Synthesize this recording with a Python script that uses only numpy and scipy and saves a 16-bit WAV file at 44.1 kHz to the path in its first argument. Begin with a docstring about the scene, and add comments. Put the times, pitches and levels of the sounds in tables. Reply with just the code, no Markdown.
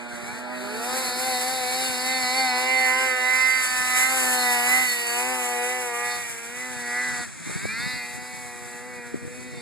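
"""A two-stroke snowmobile ploughs up through deep powder, passes and climbs away, its throttle pumping.
Its exhaust and whine are sums of lines at half multiples of the firing rate; gas and snow are shaped noise.
A second sled holds its revs far up the slope, built from the same kind of lines, duller and more uneven.
Sparse decaying noise taps make the forest answer both; low noise and short pulses are the wind and its buffets.
Two close microphones hear it all and are cross-fed to widen the stereo."""
import sys
import numpy as np
from scipy import signal
from scipy.fft import rfft, irfft
from scipy.io import wavfile
from scipy.ndimage import map_coordinates

SR = 44100
rng = np.random.default_rng(int(sys.argv[2]) if len(sys.argv) > 2 else 0)


def store_pcm(level_fs):
    """Save levels as 16-bit WAV."""
    pcm = np.round(np.clip(level_fs, -1, 1) * 32767).astype(np.int16)
    wavfile.write(sys.argv[1], SR, np.atleast_2d(pcm).T)


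N = 423801
HOP = 128  # samples between control frames
T = np.arange(N) / SR
FRAMES = np.arange(N // HOP + 2) * HOP / SR  # frame times, s
BINS = np.fft.rfftfreq(4 * HOP, 1 / SR)  # short-time spectrum, Hz


def amp(db):
    """Decibels to a gain."""
    return 10 ** (np.asarray(db) / 20)


def unit(x):
    """Scale to an RMS of one."""
    return x / np.sqrt(np.mean(x ** 2) + 1e-20)


def curves(rows):
    """Each column of a table, read at the frame times given by its first column."""
    s, *columns = np.transpose(rows)
    return [np.interp(FRAMES, s, column) for column in columns]


def smooth(control):
    """Straight lines from frames to samples."""
    step = np.arange(HOP) / HOP
    return (control[:-1, None] + np.diff(control)[:, None] * step).ravel()[:N]


def colour(points, hz):
    """Gain of a spectrum drawn through (Hz, dB) points, falling 60 dB per octave beyond its ends."""
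    f, db = np.transpose(points)
    octave, known = np.log2(hz + 1), np.log2(f)
    beyond = abs(octave - np.clip(octave, known[0], known[-1]))
    return amp(np.interp(octave, known, db) - 60 * beyond)


def wander(hz):
    """Slow chance of unit size at the frame times, weakening above the given rate."""
    f = np.fft.rfftfreq(len(FRAMES), HOP / SR)
    spectrum = rfft(rng.standard_normal(len(FRAMES))) / (1 + (f / hz) ** 2)
    return unit(irfft(spectrum, len(FRAMES)))


def band(level_db, points):
    """Power over frames and bins of a noise of this level and colour."""
    power = colour(points, BINS) ** 2
    return amp(level_db)[:, None] ** 2 * power / power.sum()


def noise(power):
    """Noise from random short-time spectra of the given power."""
    z = rng.standard_normal(power.shape) + 1j * rng.standard_normal(power.shape)
    z = z * np.sqrt(power)
    sound = signal.istft(z.T, nperseg=4 * HOP, noverlap=3 * HOP)[1][:N]
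    return np.sqrt(power.sum(1).mean()) * unit(sound)


def ease(since_s, lag_s):
    """A step from 0 to 1 that starts softly and takes about lag_s."""
    return 1 - np.exp(-(np.maximum(since_s, 0) / lag_s) ** 2)


def throttle():
    """Firing rate, the part gained by squeezes, and how far the throttle is shut (0-1)."""
    # Firing rate between squeezes; it sinks as the sled passes. # Each row: time in seconds, firings per
    # second.
    cruise = [(0.0, 242.72), (2.52, 247.15), (2.73, 251.03), (3.7, 253.17), (4.32, 252.21), (4.59, 242.01),
              (5.09, 237.97), (5.51, 243.65), (6.33, 230.76), (6.76, 240.87), (8.66, 242.44),
              (9.49, 237.64)]
    # The rider pumps the throttle.
    # Each row: start in seconds, length in seconds, firings per second gained if held.
    squeezes = [(0.822, 0.144, 18.4), (1.093, 0.151, 15.6), (1.349, 0.175, 14.7), (1.627, 0.202, 13.8),
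                (1.927, 0.212, 12.6), (2.239, 0.131, 18.4), (2.506, 0.279, 7.3), (2.842, 0.171, 8.7),
                (3.196, 0.343, 5.3), (3.936, 0.179, 8.4), (4.6, 0.185, 16.7), (5.118, 0.182, 14.8),
                (5.573, 0.182, 12.3), (5.9, 0.288, 8.2), (6.441, 0.203, 14.4), (6.879, 0.151, 10.3),
                (7.79, 0.048, 21.0), (8.059, 0.278, 6.4), (8.766, 0.081, 12.9), (9.205, 0.248, 12.1)]
    # The rider lets go and the revs fall towards idle.
    # Each row: throttle shut in seconds, revs pick up in seconds, idle in firings per second.
    lifts = [(-.405, .142, 174.6), (.393, .578, 179.5), (7.232, 7.46, 160.5)]
    spin_up_s, spin_down_s = .119, .11
    full_hz, coast_s, climb_hz_per_s = 250, .078, 225
    shut_s, open_s = .018, .06
    pickup_s = .09  # the throttle starts to reopen this long before the revs answer

    surge_hz = 0
    for start, length, gain_hz in squeezes:
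        rise = ease(FRAMES - start, spin_up_s)
        release = 1 - ease(FRAMES - start - length, spin_down_s)
        surge_hz = surge_hz + gain_hz * rise * release
    firing_hz, shut = curves(cruise)[0] + surge_hz, 0
    for start, pickup, idle_hz in lifts:
        coast = (full_hz - idle_hz) * np.exp(np.minimum((start - FRAMES) / coast_s, 1))
        climb = climb_hz_per_s * np.maximum(FRAMES - pickup, 0)
        firing_hz = np.minimum(firing_hz, idle_hz + coast + climb)
        shut = shut + ease(FRAMES - start, shut_s) * (1 - ease(FRAMES - pickup + pickup_s, open_s))
    return firing_hz, surge_hz, shut


def crank(firing_hz, wobble):
    """Firings counted so far; combustion makes the speed a little unsteady."""
    return np.cumsum(smooth(firing_hz * (1 + wobble * wander(43.8)))) / SR


def stutter(turns, ragged):
    """At low revs the burns swell and weaken over four firings, which crowds the gaps between the lines."""
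    depth = .15 * ragged
    beat = np.cos(2 * np.pi * turns / 4 + smooth(wander(8)))
    return (1 + smooth(depth) * beat) / smooth(np.sqrt(1 + depth ** 2 / 2))


def flare_db(order):
    """How far this order stands out from its neighbours, at the frame times."""
    # Single orders swell for a moment, on both sleds.
    # Each row: start in seconds, end in seconds, order as a multiple of the firing rate, boost in dB.
    flares = [(0.453, 0.557, 4, 8), (0.607, 0.796, 2, 4), (0.897, 2.847, 17, 3.5), (2.879, 3.066, 4, 8.5),
              (3.212, 3.45, 4, 9), (3.385, 3.644, 7, 0.5), (3.49, 3.74, 18, 7.5), (4.374, 4.464, 17, 10.5),
              (4.44, 4.62, 4, 5), (4.88, 4.937, 18, 13.5), (4.976, 5.348, 19, 6.5), (5.928, 6.206, 5, 9),
              (6.7, 7.24, 6.5, 5)]
    edge_s = .04
    total_db = 0
    for start, end, which, db in flares:
        inside = np.clip(np.minimum(FRAMES - start, end - FRAMES) / edge_s + .5, 0, 1)
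        total_db = total_db + db * (abs(order - which) < .25) * inside
    return total_db


def orders(firing_hz, turns, voices, imbalance_db, fade_db, flutter, count):
    """Crankshaft harmonics through the voices; unequal cylinders add lines between firing orders."""
    ring_order, ring_steadiness, fade_top_order = 8, .6, 11
    k = np.arange(1, count + 1) / 2
    weight = np.where(k[:, None] % 1 > 0, amp(imbalance_db), 1)
    power = 0
    for level_db, points in voices:
        lines = (weight * colour(points, k[:, None] * firing_hz)) ** 2
        power = power + amp(level_db) ** 2 * lines / lines.sum(0)
    out = np.zeros(N)
    for order, line in zip(k, np.sqrt(2 * power)):
        # shifting paths over the snow fade each line; low orders, the ring and flaring lines are the steadiest
        flare = amp(flare_db(order))
        unsteady = (1 - ring_steadiness * (order == ring_order)) / np.sqrt(flare)
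        shake = unsteady * flutter * np.sqrt(min(order, 5))
        depth_db = unsteady * fade_db * np.sqrt(min(order, fade_top_order))
        fade = amp(depth_db * wander(4.5) - depth_db ** 2 * np.log(10) / 20)  # keeps the mean power
        tremble = (1 + shake * wander(32)) / np.sqrt(1 + shake ** 2)
        size = line * flare * fade * tremble
        shift = shake * wander(54) + 0.49 * wander(0.64) + 2 * np.pi * rng.random()
        phase = 2 * np.pi * (order * turns % 1) + smooth(shift)
        out += smooth(size) * np.cos(phase.astype("float32"))
    return out


def ports(x, lag_ms):
    """One sound at the two microphones, the right one later by the lag, or earlier if it is negative."""
    return np.array([x, map_coordinates(x, [(T - lag_ms / 1000) * SR], order=3)])


def forest(x, t60=.4, treble_hz=4500):
    """Scattered echoes from the trees, duller than the direct sound."""
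    t = np.arange(SR) / SR
    sparse = rng.standard_normal(SR) * (rng.random(SR) < .05)
    taps = sparse * amp(-60 * t / t60) * (t > .02)  # the first tree is 20 ms away
    dull = signal.butter(1, treble_hz, fs=SR, output="sos")
    taps = signal.sosfilt(dull, taps / np.linalg.norm(taps))
    return signal.fftconvolve(x, taps)[:N]


def exhaust_voices():
    """Resonant colours of the exhaust, each with its level: thrum alone, two low voices, three high ones."""
    # Levels. Each row: time in seconds, level in dB before burning, fading and flares.
    # The thrum, the deepest note, fades in and out with the lie of the ground, which also shades the drone.
    thrum_level = [(0.0, -56), (0.6, -48), (0.9, -45.5), (2.43, -37), (3.06, -45.5), (3.3, -57.5),
                   (4.32, -36.5), (4.83, -39.5), (5.04, -51), (5.28, -38.5), (6.33, -56), (6.66, -42.5),
                   (7.11, -42.5), (7.5, -45.5), (8.28, -49.5), (9.6, -44.5)]
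    drone_level = [(0.0, -53), (0.81, -46), (0.96, -36.5), (1.35, -40), (1.74, -37.5), (2.25, -44),
                   (2.4, -38.5), (2.46, -56), (2.55, -37), (3.21, -37.5), (3.66, -54), (4.05, -51.5),
                   (4.14, -39), (4.38, -38), (4.83, -47), (5.19, -37), (5.94, -39.5), (6.27, -49),
                   (6.96, -46), (7.2, -50), (7.26, -61), (8.61, -48.5), (9.6, -47.5)]
    pipe_level = [(0.0, -60), (0.5, -45.5), (0.72, -56), (0.87, -35), (1.86, -39.5), (2.55, -31.5),
                  (3.03, -36.5), (3.12, -44.5), (3.27, -39.5), (3.6, -55), (3.69, -43.5), (4.53, -31.5),
                  (4.8, -35), (4.89, -52.5), (5.19, -33), (6.15, -40.5), (6.33, -55.5), (6.96, -45),
                  (7.2, -47.5), (7.32, -65), (7.89, -49.5), (8.85, -51.5), (9.36, -64), (9.6, -56.0)]
    rasp_level = [(0.0, -55.5), (0.75, -45), (1.38, -47.5), (2.61, -40), (2.79, -45), (2.91, -33.5),
                  (3.51, -35), (3.75, -32.5), (4.44, -32.5), (4.5, -37), (4.77, -32), (5.01, -47),
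                  (5.102, -38.5), (5.37, -42), (6.09, -44), (6.3, -53), (6.57, -49.5), (6.96, -39.5),
                  (7.23, -42), (7.35, -51), (7.77, -42.5), (8.37, -58), (9.06, -49), (9.6, -68)]  # strongest as the sled draws near
    ring_level = [(0.0, -55), (0.78, -67), (1.3, -43.5), (1.93, -54), (2.1, -33.5), (2.25, -37),
                  (2.4, -31.5), (2.55, -39), (2.77, -25), (3.04, -29), (3.19, -33.5), (3.3, -24.5),
                  (3.43, -23.5), (3.57, -25.5), (3.7, -43), (4.04, -26), (4.14, -37), (4.351, -50),
                  (4.469, -25.5), (4.65, -35.5), (4.74, -23.5), (4.92, -32), (5.01, -39), (5.4, -42.5),
                  (5.761, -36), (5.84, -50), (6.05, -35.5), (6.48, -56), (6.63, -39.5), (6.74, -50),
                  (7.0, -33.5), (7.23, -42.5), (7.32, -62), (7.65, -67), (7.85, -40), (8.46, -54.5),
                  (8.88, -50), (9.33, -60), (9.6, -53)]  # ring of the silencer
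    buzz_level = [(0, -59), (.95, -47.5), (2.85, -33), (4.2, -43), (4.75, -35.5), (6.1, -43), (7.3, -49.5),
                  (7.9, -41.5), (8.4, -52)]  # just above the ring
    # Colours. Each row: frequency in Hz, relative gain in dB.
    thrum_colour = [(80, -12), (125, -2), (180, 20), (255, 7), (310, -19)]
    drone_colour = [(310, 9), (380, 15.5), (510, 11), (620, -2), (720, -35)]
    pipe_colour = [(540, -15), (660, 5), (765, 7.5), (870, 10.5), (985, -3.5), (1040, -5), (1130, 3),
                   (1260, -11.5)]
    rasp_colour = [(950, -4.5), (1120, -6), (1260, 0), (1400, 5.5), (1530, 4), (1640, 11), (1780, 8.5),
                   (1880, 9)]
    ring_colour = [(1780, -37), (1900, 9), (1990, 7), (2080, 9.5), (2170, -4.5)]
    buzz_colour = [(2120, -3), (2280, 0), (2550, -6), (2750, -5.5)]

    thrum = [(curves(thrum_level)[0], thrum_colour)]
    low = [(curves(drone_level)[0], drone_colour), (curves(pipe_level)[0], pipe_colour)]
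    high = [(curves(rasp_level)[0], rasp_colour), (curves(ring_level)[0], ring_colour),
            (curves(buzz_level)[0], buzz_colour)]
    return thrum, low, high


def engine_whine(firing_hz, turns, burn, puffs):
    """The engine's high whine: rough, strongly fluttering lines with puffing noise of the same colour."""
    # Each row: time in seconds, level in dB before burning, fading and flares.
    whine_level = [(0.0, -63), (0.69, -52.5), (0.93, -42), (2.4, -38), (3.18, -45.5), (3.33, -41.5),
                   (4.32, -43.5), (4.41, -40), (5.3, -48), (6.0, -58.5), (6.12, -44), (6.3, -64),
                   (7.23, -48), (7.32, -66), (7.89, -42.5), (8.16, -56.5), (9.27, -66.5), (9.6, -53.5)]
    # Each row: frequency in Hz, relative gain in dB.
    whine_colour = [(3400, -19.5), (3620, 2.5), (3870, 1.5), (4080, -1), (4350, 4.5), (4620, 1), (4900, 0),
                    (5400, -3)]
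    level_db = curves(whine_level)[0]
    lines = orders(firing_hz, turns, [(level_db, whine_colour)], imbalance_db=-10, fade_db=.95,
                   flutter=.14, count=50)
    return burn * lines + puffs * noise(band(level_db - 10, whine_colour))


def spray(surge_hz, shut, top_db, puffs):
    """Hiss of exhaust, track and thrown snow, swelling with each squeeze: a direct part and a wide plume."""
    # Strongest alongside. Each row: time in seconds, level in dB before the throttle's answer and the lift.
    hiss_level = [(0.0, -50.5), (0.69, -49.5), (0.87, -40.5), (1.86, -39), (3.2, -41.5), (3.85, -33.5),
                  (4.54, -33.5), (5.68, -40), (6.7, -45), (7.09, -39.5), (8.24, -49), (9.6, -53.5)]
    # Each row: frequency in Hz, relative gain in dB.
    hiss_colour = [(150, -0.5), (400, -7), (900, -3), (1500, -1), (2400, 4), (3300, -2.5), (4500, -7),
                   (5900, -1.5), (7000, 1.5), (8000, 6.5), (9200, 6), (10500, 4), (12500, 6.5), (14000, -5)]
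    # How the hiss answers the throttle: dB per firing per second gained, dB with the throttle shut.
    hiss_answer = (0.15, -7)
    db_per_hz, shut_db = hiss_answer
    lift_db = 5
    level_db = curves(hiss_level)[0] + db_per_hz * surge_hz + shut_db * shut
    flicker_db = 1.5 * wander(10)
    # the top treble sinks and returns as the sled turns
    shadow = amp(top_db[:, None] * np.clip((BINS - 8500) / 3500, 0, 1))
    power = band(level_db + lift_db + flicker_db, hiss_colour) * shadow ** 2
    # treble arrives from all over the plume, so the microphones hear it differently
    scattered = np.clip((BINS / 7000) ** 2, 0, .85)
    direct = puffs * noise(power * (1 - scattered))
    plume = puffs * np.array([noise(power * scattered) for _ in range(2)])
    return direct, plume


def near_sled(echo_db=-19, low_gas_db=-4, chop=0.017, whine_lag_share=0.18):
    """Exhaust lines, a rough whine, gas noise puffing with each firing, hiss of snow, and forest echoes."""
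    # What changes as the sled turns from nose to tail.
    # Each row: time in seconds, lag of the right microphone in ms,
    # cylinder imbalance in dB before ragged burning, full top treble change in dB.
    aspect = [(0, 0.044, -6, -13), (.7, 0.062, -23, -6.5), (1.2, 0.098, -18.5, -4),
              (2.6, 0.11, -15.5, -7.5), (3.7, 0.11, -20, -8), (4.6, 0.17, -12, -3), (6.2, 0.073, -12, -9.5),
              (7.1, 0.031, -8, -14.5), (7.35, 0.014, -16, -21), (7.9, 0.0075, -7.5, -9.5),
              (9.61, 0.026, -7, -14.5)]
    # Noise in the exhaust, larger while the sled is far off or buried in powder.
    # Each row: time in seconds, power share in dB before misfires add to it.
    gas_share = [(.8, -11), (1.8, -12), (2.7, -24), (7.7, -24), (8.3, -15), (9.61, -10)]
    firing_hz, surge_hz, shut = throttle()
    lag_ms, imbalance_db, top_db = curves(aspect)
    gas_db = curves(gas_share)[0]

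    # below the revs the pipe is tuned for the engine burns raggedly, fully so 25 firings per second lower
    on_pipe_hz, ragged_span_hz = 238, 25
    ragged = np.clip((on_pipe_hz - firing_hz) / ragged_span_hz, 0, 1)
    turns = crank(firing_hz, wobble=.0007 + .0005 * ragged)
    # ragged burning turns part of the note into gas noise, unbalances the cylinders and breaks up the lines
    noisy = np.clip(amp(gas_db) ** 2 + .005 * ragged, 0, .9)
    imbalance_db = imbalance_db * (1 - ragged / 2)
    flutter = .025 + .04 * ragged
    fade_db = .85 + .8 * ragged + 2 * amp(gas_db)  # lines fade more when the gas is strong
    # the lines drop quickly by 8 dB when the throttle shuts
    burn = stutter(turns, ragged) * smooth(np.sqrt(1 - noisy) * amp(-8 * shut))
    puffs = unit(1 + chop * np.cos(2 * np.pi * turns))

    thrum, low, high = exhaust_voices()
    tone = burn * orders(firing_hz, turns, thrum + low + high, imbalance_db, fade_db, flutter, count=30)
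    low_gas = amp(low_gas_db) ** 2 * sum(band(*voice) for voice in low)  # the low voices stay cleaner
    high_gas = sum(band(*voice) for voice in high)
    gas = puffs * noise(noisy[:, None] * (low_gas + high_gas))
    whine = engine_whine(firing_hz, turns, burn, puffs)
    hiss, plume = spray(surge_hz, shut, top_db, puffs)

    direct = tone + gas + hiss
    echo = amp(echo_db) * forest(direct + whine)
    placed = ports(direct, smooth(lag_ms)) + ports(whine, smooth(whine_lag_share * lag_ms))
    return placed + plume + echo


def far_sled(imbalance_db=-1, echo_db=-9, gas_db=-11):
    """An uneven drone from up the slope, off to the right: fluttering lines, a little gas noise, tree echoes."""
    # Each row: time in seconds, firings per second, level in dB before fading and flares.
    far_revs = [(0, 242, -37.5), (.2, 237, -39), (.55, 250, -36.5), (.93, 241, -35.5), (1.5, 237, -49),
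                (3.2, 246, -45), (6, 267, -79), (9.61, 250, -55.5)]
    # Each row: frequency in Hz, relative gain in dB.
    far_colour = [(120, -17.5), (243, 7), (365, -3), (490, -8.5), (610, -0.5), (730, -6), (850, -1.5),
                  (970, -9.5), (1200, -12), (1340, -1), (1470, -1), (1800, -7), (4500, -10)]
    firing_hz, level_db = curves(far_revs)
    turns = crank(firing_hz, wobble=0.0027)
    tone = orders(firing_hz, turns, [(level_db, far_colour)], imbalance_db, fade_db=1.0, flutter=0.093, count=20)
    gas = noise(band(level_db + gas_db, far_colour))
    return ports(tone + amp(echo_db) * forest(tone) + gas, lag_ms=-0.23)


def wind(lumps_db=5.5, wake_db=-17, wake_s=0.0068):
    """Lumpy turbulence, different at each microphone; a buffet is a sharp pressure pulse on the left in a swirl."""
    # Each row: time in seconds, level in dB before a 3 dB trim and the lumps.
    gusts = [(0, -55), (.3, -45), (.5, -56), (1.7, -48.5), (2.4, -58), (3.6, -75), (3.8, -41.5), (4, -79),
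             (6.2, -53.5), (7.15, -49), (7.5, -40), (7.85, -41.5), (8, -49), (9.05, -50.5), (9.16, -44.5),
             (9.61, -46.5)]
    # Each row: frequency in Hz, relative gain in dB.
    wind_colour = [(25, -34), (60, -18), (125, -7), (220, -11), (400, -20.5), (800, -44), (2000, -31)]
    # Sharp buffets of air.
    # Each row: time in seconds, pulse peak in dB before the microphone stage, half length in ms.
    buffets = [(7.498, -27, .8), (7.514, -30, .8), (7.655, -19, .72), (9.144, -15.5, 1.2), (9.157, -27, .9),
               (9.252, -29, 1.1), (9.279, -29, 1.1)]
    level_db = curves(gusts)[0] - 3.0
    shape = colour(wind_colour, np.fft.rfftfreq(N, 1 / SR))
    eddies = np.array([unit(irfft(rfft(rng.standard_normal(N)) * shape, N)) for _ in range(2)])
    out = eddies * [smooth(amp(level_db + lumps_db * wander(22.0))) for _ in range(2)]
    for s, peak_db, half_ms in buffets:
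        near = abs(T - s) < .1
        t = T[near] - s
        u = t * 1000 / half_ms
        pulse = (2 * u ** 2 - 1) * np.exp(-u ** 2)
        swirl = amp(wake_db) * np.exp(-abs(t) / wake_s) * eddies[0, near]
        out[0, near] += amp(peak_db) * (pulse + swirl)
    return out


def scene():
    """Both sleds and the wind together at the two microphones."""
    return near_sled() + far_sled() + wind()


def record(dry, crossfeed=0.88, left_db=3.0, cutoff_hz=14050):
    """Each channel has the other, delayed and slightly dulled, taken from it to widen; then a treble limit."""
    heard = dry * amp([[left_db], [0]])  # the left microphone is a little more sensitive
    late = np.pad(heard[::-1], ((0, 0), (15, 0)))[:, :N]  # 15 samples late
    late = signal.convolve(late, [[.06, .88, .06]], "same")
    wide = heard - crossfeed * late
    lowpass = signal.firwin(511, cutoff_hz, window=("kaiser", 9), fs=SR)
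    return signal.oaconvolve(wide, lowpass[None], "same")


dry = scene()
out = record(dry)
store_pcm(out)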